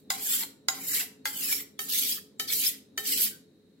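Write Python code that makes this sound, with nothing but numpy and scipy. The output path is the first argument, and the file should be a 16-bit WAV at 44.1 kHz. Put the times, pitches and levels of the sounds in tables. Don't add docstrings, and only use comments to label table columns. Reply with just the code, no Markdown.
import sys
import numpy as np
from scipy import signal
from scipy.fft import rfft, irfft, next_fast_len
from scipy.io import wavfile
from scipy.ndimage import uniform_filter1d, map_coordinates

SR = 44100
rng = np.random.default_rng(int(sys.argv[2]) if len(sys.argv) > 2 else 0)


def decibels_to_gain(level_db):
    exponent = np.asarray(level_db, float) / 20
    return 10 ** exponent


def output_pcm(signal):
    pcm = np.clip(np.atleast_2d(signal).T, -1, 1) * 32767
    wavfile.write(sys.argv[1], SR, np.round(pcm).astype(np.int16))


N = 167580

# t/s, peak/dB, crack over ring/dB, brightness/(dB/octave), skid re peak/dB
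LANDINGS = [
    (0.1027, -17.5, 3, -3, -9),
    (0.6846, -15, 3.5, -0.45, -17),
    (1.255, -17.5, 1, -1, -11.5),
    (1.791, -23, -3.5, -2.1, -19.5),
    (2.397, -19, -2.5, -1.5, -11.5),
    (2.977, -18.5, -4, -2, -16),
]
# f/Hz, level/dB, t60/s
HELD_1 = [(126.4, -47.5, 0.079), (743, -22.5, .15), (797, -18, 0.27), (1063, -18, 0.18), (1410, -2, 0.03),
          (1566, -10, 0.079), (2017, -3.5, 0.083), (3880, 0.5, 0.035), (4460, 3.5, 0.017), (4990, 8, 0.024),
          (6750, 1.5, 0.07)]
# f/Hz, level/dB, t60/s
HELD_3 = [(130, -37, 0.083), (543, -26.5, .1), (848, -18, 0.19), (1370, -14.5, 0.15), (1629, -2, 0.049),
          (2070, -2.5, .07), (4530, -7.5, 0.093), (6400, -11, 0.059)]
# f/Hz, level/dB, t60/s
HELD_STEEP = [(409, -26, 0.27), (791, -26.5, 0.19), (1291, -11.5, 0.11), (1798, -5.5, 0.12),
              (2286, -5, 0.036), (3090, -2.5, 0.09), (3790, -7.5, 0.14), (4420, -19, 0.11),
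              (4610, -2.5, 0.046), (5087, -17.5, 0.19), (6080, 1.5, 0.035), (7050, -5, 0.053)]


def unit(x):
    return x / np.sqrt(np.mean(x ** 2) + 1e-20)


def along(points, hz):
    f, v = np.transpose(points)
    return np.interp(np.log(hz + 1), np.log(f + 1), v)


def wobble(knots_per_s):
    knots = rng.standard_normal(int(N * knots_per_s / SR) + 4)
    return map_coordinates(knots, [np.arange(N) * knots_per_s / SR])


def filtered(x, response):
    m = next_fast_len(N + SR // 2)
    return irfft(rfft(x, m) * response(np.fft.rfftfreq(m, 1 / SR)), m)[..., :N]


def resonant(peaks):
    def response(f):
        total = 0
        for k, (centre_hz, width_hz, db) in enumerate(peaks):
            damping = 1j * f * width_hz
            total = total + (-1) ** k * decibels_to_gain(db) * damping / (centre_hz ** 2 - f * f + damping)
        return total
    return response


def smooth_field(shape, bins, frames):
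    field = uniform_filter1d(rng.standard_normal(shape), size=bins, axis=0)
    return unit(uniform_filter1d(field, size=frames, axis=1))


def grit():
    grains_per_s, grain_db, grain_share = 2700, 2.5, 0.58
    hit = rng.random((2, N)) < grains_per_s / SR
    size = np.minimum(rng.exponential(size=(2, N)), 3.5)
    grains = hit * rng.choice([-1, 1], (2, N)) * decibels_to_gain(grain_db * size)
    bed = rng.standard_normal((2, N))
    return np.sqrt(grain_share) * unit(grains) + np.sqrt(1 - grain_share) * bed


def patchy(pair, patchy_db, progress, contact_hz=None):
    # start f/Hz, end f/Hz, width/octaves, level/dB
    slides_by_stroke = [
        [(7500, 7400, 0.069, 8.5), (2300, 750, .08, 7.5), (12500, 21000, .1, -3.5)],
        [(7000, 7200, 0.094, 6.5), (2280, 1950, 0.11, 8.5), (3560, 3500, 0.22, -3)],
        [(7700, 7400, .07, 4), (4600, 5800, 0.05, 10), (3460, 1800, 0.038, 14.5)],
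        [(7400, 4900, .05, 7), (4400, 4750, .06, 3.5), (3700, 3200, .1, 4.5)],
        [(7650, 6900, .06, 2.5), (5300, 3300, .05, 4), (3400, 3050, 0.027, 2.5)],
        [(7800, 7500, .06, 4.5), (4500, 4550, .05, 5.5), (3250, 2950, 0.042, 5.5), (2050, 2200, .1, 7)],
    ]
    contact_width_oct, contact_db, below_db_per_oct = 0.15, -2, 8.5
    hz, t, z = signal.stft(pair, SR, nperseg=512)
    bin_hz = hz[:, None] + 1
    db = patchy_db * smooth_field(z.shape[1:], 2, 4)
    db = db + 2 * np.minimum(db + patchy_db, 0)
    frame = np.minimum((t * SR).astype(int), N - 1)
    for k, slides in enumerate(slides_by_stroke):
        u = progress[frame] - k
        active = (u >= 0) & (u < 1)
        for start_hz, end_hz, width_oct, top_db in slides:
            slide_hz = start_hz + (end_hz - start_hz) * np.clip(u, 0, 1)
            db = db + active * top_db * np.exp(-(np.log2(bin_hz / slide_hz) / width_oct) ** 2)
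    if contact_hz is not None:
        octaves = np.log2(bin_hz / contact_hz[frame])
        db = db + contact_db * np.exp(-(octaves / contact_width_oct) ** 2)
        db = db + below_db_per_oct * np.clip(octaves, -2, 0)
    return unit(signal.istft(z * decibels_to_gain(db), SR, nperseg=512)[1][:, :N])


def stroke_motion():
    # t/s, hiss/dB, blade body over hiss/dB
    early = [
        [(.115, -30.5, -5.5), (.17, -41, -4), (.25, -30.5, -16.5), (.34, -24, -14.5), (.39, -28.5, -12),
         (.435, -32.5, -4.5), (.46, -47.5, -13.5)],
        [(.70, -36.5, -10.5), (.74, -42, -6.5), (.82, -40, -10), (.89, -30, -14), (.96, -25, -13),
         (1.01, -28, -7), (1.07, -53.5, -6)],
        [(1.27, -31.5, -6), (1.32, -40, -18.5), (1.4, -30, -13.5), (1.48, -29.5, -14), (1.53, -22, -12.5),
         (1.57, -32, -22), (1.61, -38, -7.5), (1.65, -65.5, -13.5)],
    ]
    # t/s, hiss/dB, blade body over hiss/dB
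    late = [
        [(1.8, -33, -9), (1.884, -43, -3), (1.887, -35, -5), (1.93, -29.5, -4), (1.99, -23, -12.5),
         (2.06, -28.5, -7.5), (2.11, -25, -14), (2.18, -40, -7.5), (2.21, -59, -9)],
        [(2.41, -34.5, -4.5), (2.471, -51, -9), (2.478, -38, -1.5), (2.5, -32, -0.5), (2.535, -23, -9.5),
         (2.57, -27, -13.5), (2.65, -24.5, -6.5), (2.69, -24.5, -17), (2.75, -56, 5)],
        [(2.99, -35, -17.5), (3.025, -45.5, -8.5), (3.058, -34.5, -1.5), (3.072, -28.5, -7), (3.11, -26, -8),
         (3.2, -25, -10), (3.24, -21, -21), (3.27, -28, -8.5), (3.32, -50, -12.5)],
    ]
    # start f/Hz, end f/Hz
    contact_range_hz = [
        (3600, 570),
        (5200, 2140),
    ]
    release_db_per_s = 365
    t = np.arange(N) / SR
    hiss_db = -65 - 292 * t
    body_db, contact_hz = np.full(N, -12.), np.full(N, 3000.)
    grip, progress = np.zeros((4, N)), np.zeros(N)
    for k, (rows, (down_s, *_)) in enumerate(zip([*early, *late], LANDINGS)):
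        s, hiss, body = np.transpose(rows)
        on = t >= down_s
        fraction = (t[on] - down_s) / (s[-1] - down_s)
        hiss_db[on] = np.interp(t[on], s, hiss) - release_db_per_s * np.maximum(t[on] - s[-1], 0)
        body_db[on] = np.interp(t[on], s, body)
        start_hz, end_hz = contact_range_hz[k >= len(early)]
        contact_hz[on] = start_hz * (end_hz / start_hz) ** np.clip(fraction, 0, 1)
        progress[on] = k + np.clip(fraction, 0, 1 - 1 / SR)
        grip[:, on] = 0
        grip[(0, 1, 2, 3, 3, 3)[k], on] = 1
    return hiss_db, body_db, contact_hz, grip, progress


def edge_hiss(drive_db, progress):
    # f/Hz, density/(dB/Hz)
    scrape = [(1700, -48.5), (3000, -16.5), (5500, -15.5), (8900, -15), (11500, -8), (14500, -10),
              (15900, -10)]
    # f/Hz, width/Hz, level over grit/dB
    steel = [(7550, 650, -1), (12900, 1800, -5.5), (13930, 320, -3)]
    edge = lambda hz: decibels_to_gain(along(scrape, hz)) * (1 + abs(resonant(steel)(hz)))
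    return decibels_to_gain(drive_db) * patchy(filtered(grit(), edge), 4.5, progress)


def blade_body(drive_db, contact_hz, grip, progress):
    # f/Hz, density/(dB/Hz)
    body_spectrum = [(500, -15), (900, -12.5), (2000, 0.5), (4600, 0), (6000, -3), (8000, -18.5)]
    # f/Hz, level/dB, t60/s
    held_2 = [(150, -36.5, 0.17), (737, -14.5, 0.19), (802, -22, 0.09), (1040, -19, 0.14),
              (1400, -5.5, 0.067), (1580, -16.5, 0.073), (2050, -8.5, 0.089), (3696, 2.5, 0.039),
              (4230, -1, 0.06), (4610, 9.5, 0.013), (6444, -13, 0.09)]
    rub = decibels_to_gain(drive_db)
    body = filtered(grit(), lambda hz: decibels_to_gain(along(body_spectrum, hz)))
    body = rub * patchy(body, 5, progress, contact_hz)
    shake = rub * grit()
    for held, modes in zip(grip, (HELD_1, held_2, HELD_3, HELD_STEEP)):
        peaks = [(hz, 5 / t60_s, db) for hz, db, t60_s in modes]
        body = body + decibels_to_gain(-10) * filtered(held * shake, resonant(peaks))
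    return body


def free_ring(hiss_db):
    # f/Hz, width/Hz, level/dB
    free_modes = [(3800, 18, -5), (7300, 13, 3), (12020, 14, 4), (14290, 15, 4)]
    return decibels_to_gain(-3) * filtered(decibels_to_gain(hiss_db) * grit(), resonant(free_modes))


def wooden_base(hiss_db):
    # f/Hz, width/Hz, level/dB
    wood_modes = [(94.8, 11, -9.5), (149.3, 21, -8), (208.4, 30, -2.5), (274.3, 10.9, 3), (335, 67, -12),
                  (427.7, 12.6, -1), (517, 58, -16)]
    base_db, follow, hang_s = -53.5, .14, .22
    push = decibels_to_gain(follow * np.maximum(hiss_db + 34.5, -60))
    push = uniform_filter1d(push, int(hang_s * SR)) * decibels_to_gain(0.9 * wobble(6.2))
    return decibels_to_gain(base_db) * push * unit(filtered(rng.standard_normal((2, N)), resonant(wood_modes)))


def strokes():
    hiss_db, body_db, contact_hz, grip, progress = stroke_motion()
    rough_db = 1.1 * wobble(70) + .7 * wobble(250)
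    hiss = edge_hiss(hiss_db + rough_db, progress)
    body = blade_body(hiss_db + body_db + rough_db, contact_hz, grip, progress)
    return hiss + body + free_ring(hiss_db) + wooden_base(hiss_db)


def landings():
    crack_t60_s, snap_t60_s, rise_s, lead_s = 0.037, 0.0051, 0.00055, .0035
    out, t = np.zeros((2, N + SR)), np.arange(SR // 4) / SR
    crack_band = signal.butter(1, [1100 / SR * 2, 6500 / SR * 2], "band")
    lead = np.arange(-200, 0)
    grips = [HELD_1, HELD_1, HELD_3] + [HELD_STEEP] * 3
    for (s, db, crack_db, bright_db, lead_db), modes in zip(LANDINGS, grips):
        draw = rng.standard_normal((2, len(modes), 2))
        hz, level, t60_s = np.transpose(modes)[..., None]
        shiver = .045 * np.cumsum(rng.standard_normal((len(modes), len(t))), axis=1)
        ring_db = level + bright_db * np.log2(hz / 2000) + 0.91 * draw[..., :1] - 60 * t / t60_s
        ring = decibels_to_gain(ring_db) * np.sin(2 * np.pi * hz * t + 1.3 * draw[..., 1:] + shiver)
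        decay = decibels_to_gain(-60 * t / crack_t60_s) + 3.5 * decibels_to_gain(-60 * t / snap_t60_s)
        crack = decibels_to_gain(crack_db) * decay * signal.lfilter(*crack_band, rng.standard_normal((2, len(t))))
        at = round(s * SR)
        out[:, at:at + len(t)] += decibels_to_gain(db - 5.5) * (1 - np.exp(-t / rise_s)) * (ring.sum(1) + crack)
        skid = np.exp(lead / SR / lead_s * 3) * np.diff(rng.standard_normal((2, 201)))
        out[:, at + lead] += decibels_to_gain(db + lead_db) * skid
    return out[:, :N]


def squeaks():
    # t/s, f/Hz, level/dB, length/s
    catches = [(.435, 2020, -36, .006), (1.62, 14300, -38, .02), (1.925, 4350, -31, .01),
               (1.955, 3800, -33, .01), (2.492, 4250, -32, .008), (2.503, 3600, -32, .008),
               (2.669, 5200, -20, .011), (3.235, 12000, -30, .015), (3.34, 1545, -54, .05),
               (.435, 900, -46, .025), (2.125, 4750, -31, .014), (1.03, 720, -54, .03),
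               (2.18, 1250, -49, .012), (2.185, 1750, -48, .012)]
    sag = -0.0087
    out, t = np.zeros((2, N)), np.arange(N) / SR
    rough = np.array([wobble(300), wobble(250)])
    for s, hz, db, length_s in catches:
        near = abs(t - s) < 3 * length_s
        u = (t[near] - s) / length_s
        phase = 2 * np.pi * hz * length_s * (u + sag * u * u / 2)
        phase = phase + 1.1 * rough[:, near] * min(1, .025 / length_s)
        out[:, near] += decibels_to_gain(db) * np.exp(-u * u * 2) * np.sin(phase)
    return out


def ports(pair, alike, offset=1):
    # f/Hz, left over right/dB
    tilt = [(380, 1), (700, 1.5), (1500, -3.5), (5980, 0), (15000, -1)]
    lag_s = -0.000037

    def spread(hz):
        angle = np.arccos(np.clip(along(alike, hz), 0, 1)) / 2
        return np.array([np.cos(angle), np.sin(angle)])

    def imbalance(hz):
        half = decibels_to_gain(offset * along(tilt, hz) / 2) * np.exp(-1j * np.pi * offset * lag_s * hz)
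        return np.array([half, 1 / half])

    a, b = filtered(pair, spread)
    return filtered(np.array([a + b, a - b]), imbalance)


def room(x):
    # f/Hz, t60/s
    decay_s = [(300, 0.9), (2000, 0.33), (8000, 0.31), (15000, 0.2)]
    hz, t, z = signal.stft(rng.standard_normal((2, SR // 2)), SR, nperseg=256)
    fade = decibels_to_gain(-60 * t / along(decay_s, hz)[:, None]) * (hz[:, None] > 500)
    tail = signal.istft(z * fade, SR, nperseg=256)[1]
    delayed = np.pad(x, (200, 0))[None]
    return signal.fftconvolve(delayed, tail / np.linalg.norm(tail[0]), axes=1)[:, :N]


def kitchen():
    # f/Hz, density/(dB/Hz)
    hum_spectrum = [(15, -58.5), (25, -26.5), (204, -2.5), (361, -6), (452, -13), (900, -41), (1170, -63),
                    (1980, -120)]
    # f/Hz, density/(dB/Hz)
    air_spectrum = [(530, -35), (900, -14), (3500, -14), (5500, -16), (15800, -21)]
    # f/Hz, width/Hz, level/dB
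    whine_modes = [(1780, 160, -9), (3810, 85, 2), (4230, 160, -3)]
    # f/Hz, left-right likeness/1
    quiet_alike = [(60, .75), (150, .93), (400, .85), (950, .39), (3770, .03)]
    noise = lambda response: unit(filtered(rng.standard_normal((2, N)), response))
    hum = decibels_to_gain(-65.5 + 1.5 * wobble(6)) * noise(lambda hz: decibels_to_gain(along(hum_spectrum, hz)))
    air = decibels_to_gain(-77) * noise(lambda hz: decibels_to_gain(along(air_spectrum, hz)))
    whine = decibels_to_gain(-76) * noise(resonant(whine_modes))
    return ports(hum + air + whine, quiet_alike, offset=0)


def scene():
    # f/Hz, left-right likeness/1
    knife_alike = [(60, 0.62), (130, 0.96), (400, 0.92), (800, 0.47), (1500, 0.2), (4000, 0.12),
                   (15000, 0.051)]
    knife, catches = strokes() + landings(), squeaks()
    echo = decibels_to_gain(-9.5) * room(knife[0] + .5 * catches[0])
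    return ports(knife + catches, knife_alike) + echo + kitchen()


def dropped(x):
    # start t/s, end t/s, f/Hz, width/Hz
    dropouts = [(.16, .22, 3750, 120), (.27, .36, 3850, 140), (.79, .81, 8600, 500), (.80, .895, 3350, 120),
                (.895, .94, 3420, 450), (.82, .87, 4650, 120), (.86, .89, 6350, 140),
                (1.36, 1.41, 5150, 200), (1.385, 1.405, 5850, 300), (2.56, 2.61, 3500, 100),
                (2.52, 2.545, 5750, 150), (3.285, 3.31, 3450, 100), (1.37, 1.39, 3900, 400),
                (1.81, 1.85, 4150, 150), (1.81, 1.85, 3450, 150), (1.94, 1.96, 7350, 300),
                (2.42, 2.435, 3450, 200), (3.14, 3.17, 3700, 250)]
    stray_depth, stray_low_hz, stray_high_hz = 2.2, 2300, 10500
    leak_hz, margin_s = 110, .008
    hz, t, z = signal.stft(x, SR, nperseg=1024)
    chance = smooth_field(z.shape[1:], 4, 4)
    power = (abs(z) ** 2).sum(axis=(0, 1))
    loud = power > np.median(power) / 10
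    in_band = ((hz > stray_low_hz) & (hz < stray_high_hz))[:, None]
    keep = ~((chance < -stray_depth) & loud & in_band)
    for start_s, end_s, centre_hz, width_hz in dropouts:
        muted = abs(hz - centre_hz) < (width_hz + leak_hz) / 2
        keep[muted] &= (t < start_s - margin_s) | (t > end_s + margin_s)
    once = signal.istft(z * keep, SR, nperseg=1024)[1][:, :N]
    again = signal.stft(once, SR, nperseg=1024)[2]
    return signal.istft(again * keep, SR, nperseg=1024)[1][:, :N]


def band_limit(x):
    return signal.sosfilt(signal.butter(12, 16970, fs=SR, output="sos"), x)


def record(dry):
    limited = filtered(dropped(dry), lambda hz: 1 / (1 + (hz / 15900) ** 900))
    return band_limit(limited)


dry = scene()
out = record(dry)
output_pcm(out)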